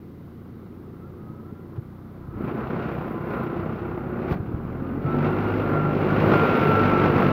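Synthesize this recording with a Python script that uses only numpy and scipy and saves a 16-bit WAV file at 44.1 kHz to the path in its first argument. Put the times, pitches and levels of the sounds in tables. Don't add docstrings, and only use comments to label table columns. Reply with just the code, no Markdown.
import sys
import numpy as np
from scipy import signal
from scipy.fft import rfft, irfft, next_fast_len
from scipy.io import wavfile
from scipy.ndimage import uniform_filter1d

SR = 44100
rng = np.random.default_rng(int(sys.argv[2]) if len(sys.argv) > 2 else 0)


def boost(x):
    u = np.asarray(x, float) / 20
    return 10 ** u


def to_wav(s):
    ch = np.atleast_2d(s).T
    pcm = np.round(np.clip(ch, -1, 1) * 32767)
    wavfile.write(sys.argv[1], SR, pcm.astype(np.int16))


N = 322812
IDLE_PER_S = 31
MID_DB = -35
ECHO_FADE_S = 0.091

# start_s, level_db
NEAR = [(0, -57), (.77, -54), (1.28, -52.5), (1.75, -54.5), (2.32, -49.5), (2.42, -37.5), (2.88, -32.5),
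        (3.22, -37.5), (3.55, -34), (4.06, -37), (4.33, -32), (4.4, -43), (5.01, -37.5), (5.12, -30),
        (5.89, -28), (6.3, -21.5), (6.7, -22), (7.32, -23)]
# start_s, open_path (0-1)
IN_VIEW = [(0, 0), (2.3, 0.12), (2.42, 0.77), (4.35, 0.96), (4.4, 0.08), (5, 0.96), (5.1, 1), (7.32, 0.99)]
# idle_db, share of nearness, behind_bale_db, revs_db per firing/s, share of a lurch
RUMBLE_LAW = (-25, 0.63, 1, 0.0678, 0.6)
# pitch_hz, level_db (per Hz)
CLATTER = [(880, -26.5), (1500, -0.5), (1710, -12.5), (2140, -6), (2740, -10), (3010, -16.5), (4270, -26),
           (6130, -40), (7730, -54.5), (8500, -53), (11000, -81.5), (18700, -120)]
# pitch_hz, level_db (per Hz)
STUBBLE = [(4410, -43.5), (7500, -18), (8000, -25), (9510, -12.5), (11200, -3.5), (13800, -1), (15300, 1.5),
           (16200, -9.5)]


def rms_one(x):
    return x / np.sqrt(np.mean(x ** 2) + 1e-20)


def in_time(rows):
    start_s, *columns = np.transpose(rows)
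    return [np.interp(np.arange(N) / SR, start_s, column) for column in columns]


def at_hz(points, hz):
    points_hz, points_db = np.transpose(points)
    return np.interp(np.log(hz), np.log(points_hz), points_db)


def drift(rate_hz):
    pole = np.exp(-80 * np.pi * rate_hz / SR)
    noise = rng.standard_normal(N // 40 + 2002)
    slow = signal.lfilter([1], [1, -2 * pole, pole * pole], noise)[2000:]
    return np.interp(np.arange(N) / 40, np.arange(len(slow)), rms_one(slow))


def coloured(x, colour):
    size = next_fast_len(N)
    hz = np.arange(1, size // 2 + 2) * SR / size
    inside = (hz > colour[0][0]) & (hz < colour[-1][0])
    return rms_one(irfft(rfft(x, size) * boost(at_hz(colour, hz)) * inside, size)[:N])


def tone(hz, wobble_hz, flutter_db, rough):
    turns = np.cumsum(hz + wobble_hz * drift(9.49)) / SR + rng.random()
    spread = 1 + rough * (drift(36.0) + 1j * drift(23.0))
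    wave = np.real(spread * np.exp(2j * np.pi * turns))
    return np.sqrt(2) * wave * boost(flutter_db * drift(3.8))


def spell(start_s, length_s, fade_s):
    t = np.arange(N) / SR
    to_edge = np.minimum(t - start_s, start_s + length_s - t)
    return np.clip(to_edge / max(fade_s, 1e-3) + 0.5, 0, 1)


def spells_db(spells, fade_s):
    return sum(db * spell(start_s, length_s, fade_s) for start_s, length_s, db in spells)


def peak(at_s, length_s):
    return np.clip(1 - np.abs(np.arange(N) / SR - at_s) / max(length_s, 1e-3), 0, 1)


def heard_db(law, speed):
    # at_s, length_s, level_db
    lurches = [(1.765, 0.047, 6), (2.498, 0.033, 5.5), (2.531, 0.033, -2.5), (2.601, 0.049, 4),
               (2.691, 0.02, -2.5), (2.77, 0.11, 2), (3.496, 0.026, -4), (3.345, 0.14, 5.5),
               (4.316, 0.054, 2), (5.265, 0.062, 5), (5.736, 0.13, 2.5), (6.341, 0.031, 5),
               (6.443, 0.039, 1.5), (7.06, 0.048, 2.5), (7.132, 0.081, -2.5), (7.191, 0.08, 3.5)]
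    idle_db, near_share, shaded_db, revs_db, lurch_share = law
    near_db = near_share * (in_time(NEAR)[0] - MID_DB)
    shade = 1 - np.clip(in_time(IN_VIEW)[0], 0, 1)
    lurch_db = sum(db * peak(at_s, length_s) for at_s, length_s, db in lurches)
    return idle_db + near_db + shaded_db * shade + revs_db * (speed - IDLE_PER_S) + lurch_share * lurch_db


def microphone_hiss():
    # pitch_hz, level_db (per Hz)
    hiss_colour = [(1180, -19.5), (2000, -0.5), (2510, -9.5), (3920, -12), (7690, -26), (10000, -24.5),
                   (13000, -48.5), (22000, -120)]
    return boost(-66.5) * coloured(rng.standard_normal(N), hiss_colour)


def breeze(speed):
    # pitch_hz, level_db (per Hz)
    wind_colour = [(20, -18.5), (30, -6), (40, -3.5), (55, -6.5), (80, -14)]
    # start_s, length_s, level_db
    gusts = [
        (2.5, 1.1, -9),
        (3.853, 0.8, 7),
        (4.998, 1.1, 1.5),
        (6.297, 0.56, -14),
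    ]
    level_db = uniform_filter1d(heard_db(RUMBLE_LAW, speed), size=SR) * 0.56 - 47.5
    level_db += spells_db(gusts, 0.15)
    return boost(level_db + 3.5 * drift(2.3)) * coloured(rng.standard_normal(N), wind_colour)


def thuds():
    # at_s, level_db, pitch_hz, t60_s (time to die by 60 dB)
    case_knocks = [(1.777, -17.5, 114.6, 0.065), (2.277, -22.5, 122, 0.068), (2.353, -21.5, 100, 0.071),
                   (4.238, -23, 120, .03), (4.308, -12.5, 140, 0.046), (4.31, -15, 70, 0.073),
                   (4.356, -14, 175, 0.041), (4.4, -16, 101, 0.028), (4.48, -17, 111, 0.022),
                   (4.541, -13, 95, 0.022), (4.635, -17.5, 170, 0.064), (4.821, -15.5, 220, 0.024),
                   (4.905, -17.5, 230, 0.036), (5.044, -13, 140, 0.07), (2.545, -20, 377, 0.024),
                   (2.794, -19.5, 402, 0.029), (5.595, -15, 480, .02), (5.672, -17, 400, 0.021),
                   (5.736, -14, 420, 0.022), (5.788, -15, 400, .02)]
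    out = np.zeros(N)
    t = np.arange(int(0.2 * SR)) / SR
    swell = (1 - np.exp(-t / 0.005)) ** 2
    for at_s, db, hz, t60_s in case_knocks:
        ring = swell * boost(-60 * t / max(t60_s, 0.02)) * np.sin(2 * np.pi * hz * t)
        at = round(at_s * SR)
        out[at:at + len(t)] += boost(db - 3.0) * ring / np.abs(ring).max()
    return out


def stubble(speed):
    # at_s, length_s, level_db
    steps = [(2.45, 0.12, -66), (2.57, .12, -67), (2.97, 0.18, -66), (3.117, 0.14, -64), (3.34, 0.15, -61),
             (3.444, 0.035, -66), (4.32, 0.041, -58), (5.264, .2, -67), (5.51, .25, -65.5),
             (5.693, 0.14, -63), (6.345, 0.32, -59), (6.685, 0.16, -56), (7.222, 0.16, -61)]
    # at_s, peak_db
    snaps = [(2.387, -60), (2.441, -63), (2.484, -60), (2.561, -60), (3.345, -58), (3.351, -58),
             (3.371, -58), (3.395, -59), (3.4355, -45), (3.4385, -48), (3.455, -55), (3.516, -59),
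             (3.683, -59), (4.0946, -59), (4.3117, -55), (5.991, -49), (6.0697, -52), (6.1002, -51),
             (6.2984, -47), (6.57, -41), (6.7725, -47), (6.8339, -57.5), (6.9365, -45), (7.1166, -44),
             (7.1611, -47), (7.1814, -47), (7.2065, -41), (7.2647, -52)]
    # idle_db, share of nearness, behind_bale_db, revs_db per firing/s, share of a lurch
    tyres_law = (-72, 0.5, 1.5, 0.13, -1)
    sizes = boost(1.2 * np.minimum(rng.exponential(1, N), 5)) * rng.standard_normal(N)
    cracks_per_s = 16000 * boost(1.3 * drift(40.0))
    cracks = sizes * (rng.random(N) < cracks_per_s / SR)
    field = boost(2 * -70.5)
    tyres = boost(2 * heard_db(tyres_law, speed))
    feet = sum(boost(2 * db) * peak(at_s, length_s) ** 2 for at_s, length_s, db in steps)
    out = boost(-1.5) * np.sqrt(field + tyres + feet) * coloured(cracks, STUBBLE)
    fade = np.exp(-np.arange(260) / 60.0)
    bright = signal.butter(4, [11500, 16000], "band", fs=SR, output="sos")
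    for at_s, db in snaps:
        snap = signal.sosfilt(bright, rng.standard_normal(260) * fade)
        at = round(at_s * SR)
        out[at:at + 260] += boost(db) * snap / np.abs(snap).max()
    return out


def slams():
    # at_s, level_db, rise_s, t60_s
    joints = [
        (1.755, -43.5, 0.009, 0.083),
        (2.481, -47, 0.0061, 0.062),
        (2.578, -39, 0.0031, 0.027),
        (2.678, -34, 0.00096, .015),
        (4.305, -30, 0.021, 0.12),
        (5.595, -33, 0.0022, 0.045),
        (.659, -52, .002, .03),
        (2.701, -37, 0.0022, .03),
        (4.27, -30, 0.043, .1),
    ]
    # pitch_hz, level_db (per Hz)
    slam_colour = [(100, -20), (200, 0), (400, 0), (700, -8), (1100, -10), (1650, -17), (4370, -32),
                   (8000, -56), (10400, -95), (17600, -120)]
    t, shape = np.arange(N) / SR, np.zeros(N)
    for at_s, db, rise_s, t60_s in joints:
        since = np.maximum(t - at_s, 0)
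        dying_db = -60 * np.maximum(since - rise_s, 0) / t60_s
        shape += boost(db + dying_db) * np.minimum(since / rise_s, 1) ** 2
    return shape * coloured(rng.standard_normal(N), slam_colour)


def gear_whine(speed):
    teeth_per_firing = [27.2, 27.6, 33, 54.7, 18.2, 7.2, 22.5, 8, 11, 5, 8.7]
    # (start_s, length_s, level_db over nearness)
    gears = [(1.5, 0.22, [(4.78, 0.17, -10), (5.06, 0.14, -3.5), (5.2, .12, -9), (5.33, .27, -17),
             (5.63, .11, -7), (5.74, 0.19, -3.5), (5.96, .3, -19), (6.32, .13, -2), (6.45, 0.22, -7.5),
             (6.67, 0.17, -2), (6.84, .1, -6), (6.94, 0.09, -2.5), (7.03, .08, -7), (7.18, 0.2, -4)]),
             (14.03, 2.47, [(5.3, 0.24, -23), (5.97, .2, -21), (7.15, 0.1, -17)]),
             (1.5, 0.3, [(1.3, .5, -12), (2.2, .12, -8), (3.02, .12, -13), (3.14, 0.32, -5),
             (3.46, .3, -13), (4.5, 0.51, -16.5), (6.6, 0.88, -22)]), (6.9, 1.4, [(5.2, 2.2, -34.5)]),
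             (3.0, 0.17, [(4.9, 0.6, -15), (6.4, 0.8, -15)]), (0.83, 0.12, [(1.15, 0.46, 3), (1.8, 0.32, 6),
             (2.55, .1, 2.5), (3.6, 0.12, -1), (3.9, 0.67, -2), (5.05, 0.31, 0), (5.36, .22, -2),
             (5.6, 0.5, -7), (6.1, .25, -5), (6.95, 0.33, -3.5)]), (2.7, 0.12, [(5.3, 3, -27.5)]),
             (1.5, 0.7, [(.25, .6, 6.5)]), (0.68, 0.18, [(1.45, 0.47, 2.5), (3.0, 0.66, -0.5),
             (3.8, 0.54, -2.5)]), (1.95, 0.84, [(4.75, 0.58, -4.5), (5.4, 0.37, -11.5), (6.85, 0.56, -10)]),
             (1.5, .4, [(6.4, .45, -7)])]
    out = np.zeros(N)
    for teeth, (wobble_hz, rough, spells) in zip(teeth_per_firing, gears):
        load = sum(boost(db) * spell(start_s, length_s, 0.07) for start_s, length_s, db in spells)
        out += load * tone(teeth * speed, wobble_hz, 0.86, rough)
    return boost(in_time(NEAR)[0]) * out


def valve_squeal():
    # start_s, length_s, first_hz, last_hz, level_db
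    squeals = [(0.7, .07, 1260, 1320, -60), (0.83, 0.06, 1255, 1295, -60), (.92, 0.067, 1330, 1385, -57),
               (0.99, 0.095, 1265, 1385, -53), (1.175, 0.08, 1245, 1255, -52),
               (1.255, .08, 1255, 1275, -48.5), (1.335, .09, 1275, 1285, -50),
               (1.425, .11, 1300, 1375, -52), (1.54, 0.1, 1355, 1400, -56), (2.3, .09, 1270, 1320, -48),
               (2.394, 0.26, 1315, 1332, -46.5), (2.785, 0.13, 1420, 1433, -43),
               (3.158, .13, 1405, 1445, -41), (3.29, .06, 1445, 1420, -36), (3.35, .09, 1400, 1385, -39),
               (3.44, 0.13, 1340, 1320, -40.5), (3.803, 0.2, 1390, 1450, -46.5),
               (4.09, .16, 1450, 1440, -47)]
    glide, flow = [], 0
    for start_s, length_s, first_hz, last_hz, db in squeals:
        glide += [(start_s, first_hz), (start_s + length_s, last_hz)]
        flow = flow + boost(db) * spell(start_s, length_s, 0.036) ** 2
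    turns = 2 * np.pi * np.cumsum(in_time(glide)[0]) / SR
    slow = signal.butter(2, 30.0, fs=SR, output="sos")
    sway = rms_one(signal.sosfilt(slow, rng.standard_normal((2, N))))
    return flow * ((0.83 + 0.25 * sway[0]) * np.cos(turns) + 0.53 * sway[1] * np.sin(turns))


def clacks():
    # at_s, peak_db
    hard_knocks = [(2.4786, -37), (2.5499, -36), (2.6711, -34), (2.7035, -40), (2.734, -42), (2.7599, -37),
                   (2.7889, -38), (2.567, -35), (2.82, -34), (2.915, -35), (2.975, -36), (2.9126, -37),
                   (3.2662, -41), (3.3287, -28), (3.4992, -35), (3.563, -37), (3.8589, -40), (3.9097, -33),
                   (3.944, -41), (4.0395, -31), (4.1286, -36), (4.2505, -38), (4.3159, -27), (4.7509, -38),
                   (4.9375, -40), (5.0447, -37), (5.601, -26), (5.8514, -39), (6.0529, -29), (6.2063, -28),
                   (6.475, -20), (6.7144, -15), (6.8546, -31.5), (6.8945, -26.5), (6.9349, -32),
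                   (7.0177, -24), (7.1195, -25), (7.2652, -17)]
    shape = np.zeros(N)
    for at_s, db in hard_knocks:
        at = round(at_s * SR)
        t = np.arange(min(4000, N - at)) / SR
        rise = np.tanh(t / 0.0015)
        shape[at:at + 4000] += boost(db - 12.5 - 60 * t / 0.035) * rise
    return shape * coloured(rng.standard_normal(N), CLATTER)


def firing_noise(firings, colour, punch, decay, uneven_db):
    chance = np.clip(rng.standard_normal(400), -2, 1.3)
    strength = boost(uneven_db * chance)[firings.astype(int)]
    cycle = firings % 1
    burst = punch * strength * np.exp(-decay * cycle) * np.tanh(14.0 * cycle)
    return coloured(rng.standard_normal(N) * (1 + burst) * boost(0.21 * drift(2.0)), colour)


def firing_knocks(firings, uneven_db):
    # pitch_hz, level_db (per Hz)
    knock_colour = [(60, -27.5), (130, -7), (250, 2), (420, 0.5), (700, -12), (1300, -27.5), (2500, -43),
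                    (4000, -68.5)]
    at = np.flatnonzero(np.diff(firings.astype(int)))
    late = (0.0012 * SR * rng.standard_normal(len(at))).astype(int)
    strength = boost(uneven_db * np.clip(rng.standard_normal(len(at)), -2, 1.5))
    spikes = np.zeros(N)
    spikes[np.clip(at + late, 0, N - 1)] = -strength
    return coloured(spikes, knock_colour)


def exhaust_note(speed):
    # pitch_hz, level_db
    pipe = [(28, -7.5), (50, -11.5), (65, -2), (95, 2), (125, 1.5), (155, 0), (200, -5), (300, -7),
            (400, -10.5), (620, -16)]
    # start_s, length_s, level_db
    echo = [
        [(2.1, 0.24, 6), (2.7, 0.79, -9), (4.5, 0.72, 7), (6.33, 0.44, -19)],
        [(0, 1.7, -3), (2.2, 0.28, 7), (5.75, 0.3, -4), (6.4, 0.24, -8.5), (6.9, 0.48, -3.5)],
        [(2.45, 1, -15), (3.7, 0.51, -3), (5.1, 0.2, 6.5), (5.45, 0.24, -14), (5.75, 0.27, 6.5), (6.05, .25, 3),
         (6.3, 0.19, 4), (6.62, 0.11, 3.5), (6.8, 0.15, -11)],
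        [(2.45, 1, 2), (6.0, 0.33, 3.5), (6.75, 0.5, -0.5)],
        [(5.08, 0.3, 8), (5.45, 0.13, 7.5), (5.7, 0.28, 2.5), (0.86, 0.59, 2), (2.4, 0.11, 5), (3.6, 0.99, 5)],
        [(4.55, 0.48, 10), (6.3, 0.3, 6.5), (6.75, 0.72, 6)],
    ]
    # idle_db, share of nearness, behind_bale_db, revs_db per firing/s, share of a lurch
    note_law = (-43, 0.5367, 5, 0.4182, 0)
    echo_db = [spells_db(spells, ECHO_FADE_S) for spells in echo] + [0] * 6
    note = np.zeros(N)
    for k in range(1, 13):
        note += boost(at_hz(pipe, k * speed) + echo_db[k - 1]) * tone(k * speed, 0.24, 1.1, 0.22)
    return boost(heard_db(note_law, speed)) * note


def engine(speed):
    # pitch_hz, level_db (per Hz)
    rumble_colour = [(15, -52), (25, -23), (52, -16.5), (91, -3), (124, -0.5), (225, 2), (279, -4),
                     (342, 1), (403, -4), (520, -11), (680, -34), (1140, -120)]
    block_colour = [(260, -33), (450, 2.5), (551, 1.5), (604, -1), (805, 0), (913, -5.5), (1010, -3.5),
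                    (1380, -3), (1620, -13), (1950, -15), (2400, -28), (3120, -55), (5280, -120)]
    shaded_colour = [(260, -37), (450, -9.5), (575, 3.5), (608, -3.5), (690, 1.5), (863, -2.5), (1170, -1),
                     (1280, -0.5), (1670, -10.5), (2400, -49.5), (3120, -66.5), (5280, -120)]
    # idle_db, share of nearness, behind_bale_db, revs_db per firing/s, share of a lurch
    clatter_law = (-50.5, 1.39, 0.5, -0.0422, 0.82)
    # start_s, length_s, level_db
    lugging = [
        (0, 0.13, 1.5),
        (1.85, 0.45, -5),
        (2.36, 0.17, 3),
        (2.763, 0.26, -1.5),
        (4.4, 0.31, 1),
        (5.557, 0.37, -1.5),
        (6.25, 0.087, 2),
    ]
    # start_s, length_s, level_db (of clatter)
    grille = [
        (1.4, 0.68, -8),
        (2.329, 0.24, 1.5),
        (2.704, 0.77, 1.5),
        (3.85, 0.57, -1.5),
        (4.382, 0.14, 2.5),
        (5.617, 0.36, -2),
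    ]
    # at_s,
    # lead (firings)
    firing_lead = [(0, 1.2), (.6, 1.15), (1.1, 1.25), (1.5, 1.45), (2.3, 1.53), (2.5, 1.33), (3, 1.44),
                   (3.5, 1.38), (4.4, 1.27), (4.9, .73), (5.4, .76), (5.9, 1.13), (6.3, 1.43), (7.32, 1.43)]
    rumble_db = heard_db(RUMBLE_LAW, speed) + spells_db(lugging, ECHO_FADE_S)
    clatter_db = heard_db(clatter_law, speed) + spells_db(grille, ECHO_FADE_S)
    block_db = heard_db((MID_DB, 1, 0, 0, 1), speed)
    firings = np.cumsum(speed) / SR + in_time(firing_lead)[0]
    distinct = (IDLE_PER_S / speed) ** 1.03
    seen = np.clip(in_time(IN_VIEW)[0], 0, 1)

    rumble = boost(rumble_db - 5.5) * firing_noise(firings, rumble_colour, 1.9 * distinct, 2.7, 2.5)
    knocks = firing_knocks(firings - 0.1, 2.8)
    rumble += boost(rumble_db - 11.5) * (0.16 + 0.77 * seen) * knocks
    block = np.sqrt(seen) * firing_noise(firings, block_colour, 0.94 * distinct, 1.9, 1.9)
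    block += np.sqrt(1 - seen) * firing_noise(firings, shaded_colour, 0.89, 1.9, 2.7)
    clatter = boost(clatter_db + 1.8) * firing_noise(firings, CLATTER, 1.0, 2.3, 4.1)
    shaken_stubble = boost(clatter_db - 29) * firing_noise(firings, STUBBLE, 1.6, 4.0, 2.5)
    return exhaust_note(speed) + rumble + boost(block_db - 0.44) * block + clatter + shaken_stubble


def scene():
    # at_s, speed (firings per second)
    speed_points = [(0, 28.5), (.4, 28.5), (1.5, 30.4), (2.25, 31.0), (2.45, 29.8), (2.75, 32.7),
                    (3.1, 30.5), (3.3, 31.6), (3.52, 30.5), (4.05, 32.9), (4.36, 33.2), (4.8, 43.6),
                    (5.1, 48.6), (5.5, 51.4), (5.86, 50.0), (6.25, 51.6), (6.7, 49.7), (7.08, 48.75),
                    (7.32, 48.55)]
    speed = in_time(speed_points)[0]
    surroundings = microphone_hiss() + breeze(speed) + thuds() + stubble(speed)
    loader = slams() + gear_whine(speed) + valve_squeal()
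    return (surroundings + loader + clacks() + engine(speed))[None]


def band_limit(x):
    return signal.sosfilt(signal.butter(12, 16320, fs=SR, output="sos"), x)


def record(dry):
    rounded = 0.82 * np.tanh(dry / 0.98)
    no_bass = signal.sosfilt(signal.butter(2, 40.0, "high", fs=SR, output="sos"), rounded)
    no_top = signal.sosfilt(signal.ellip(12, 0.5, 60, 15785, fs=SR, output="sos"), no_bass)
    mix = no_top * signal.windows.tukey(N, 200 / N)
    return band_limit(mix)


dry = scene()
out = record(dry)
to_wav(out)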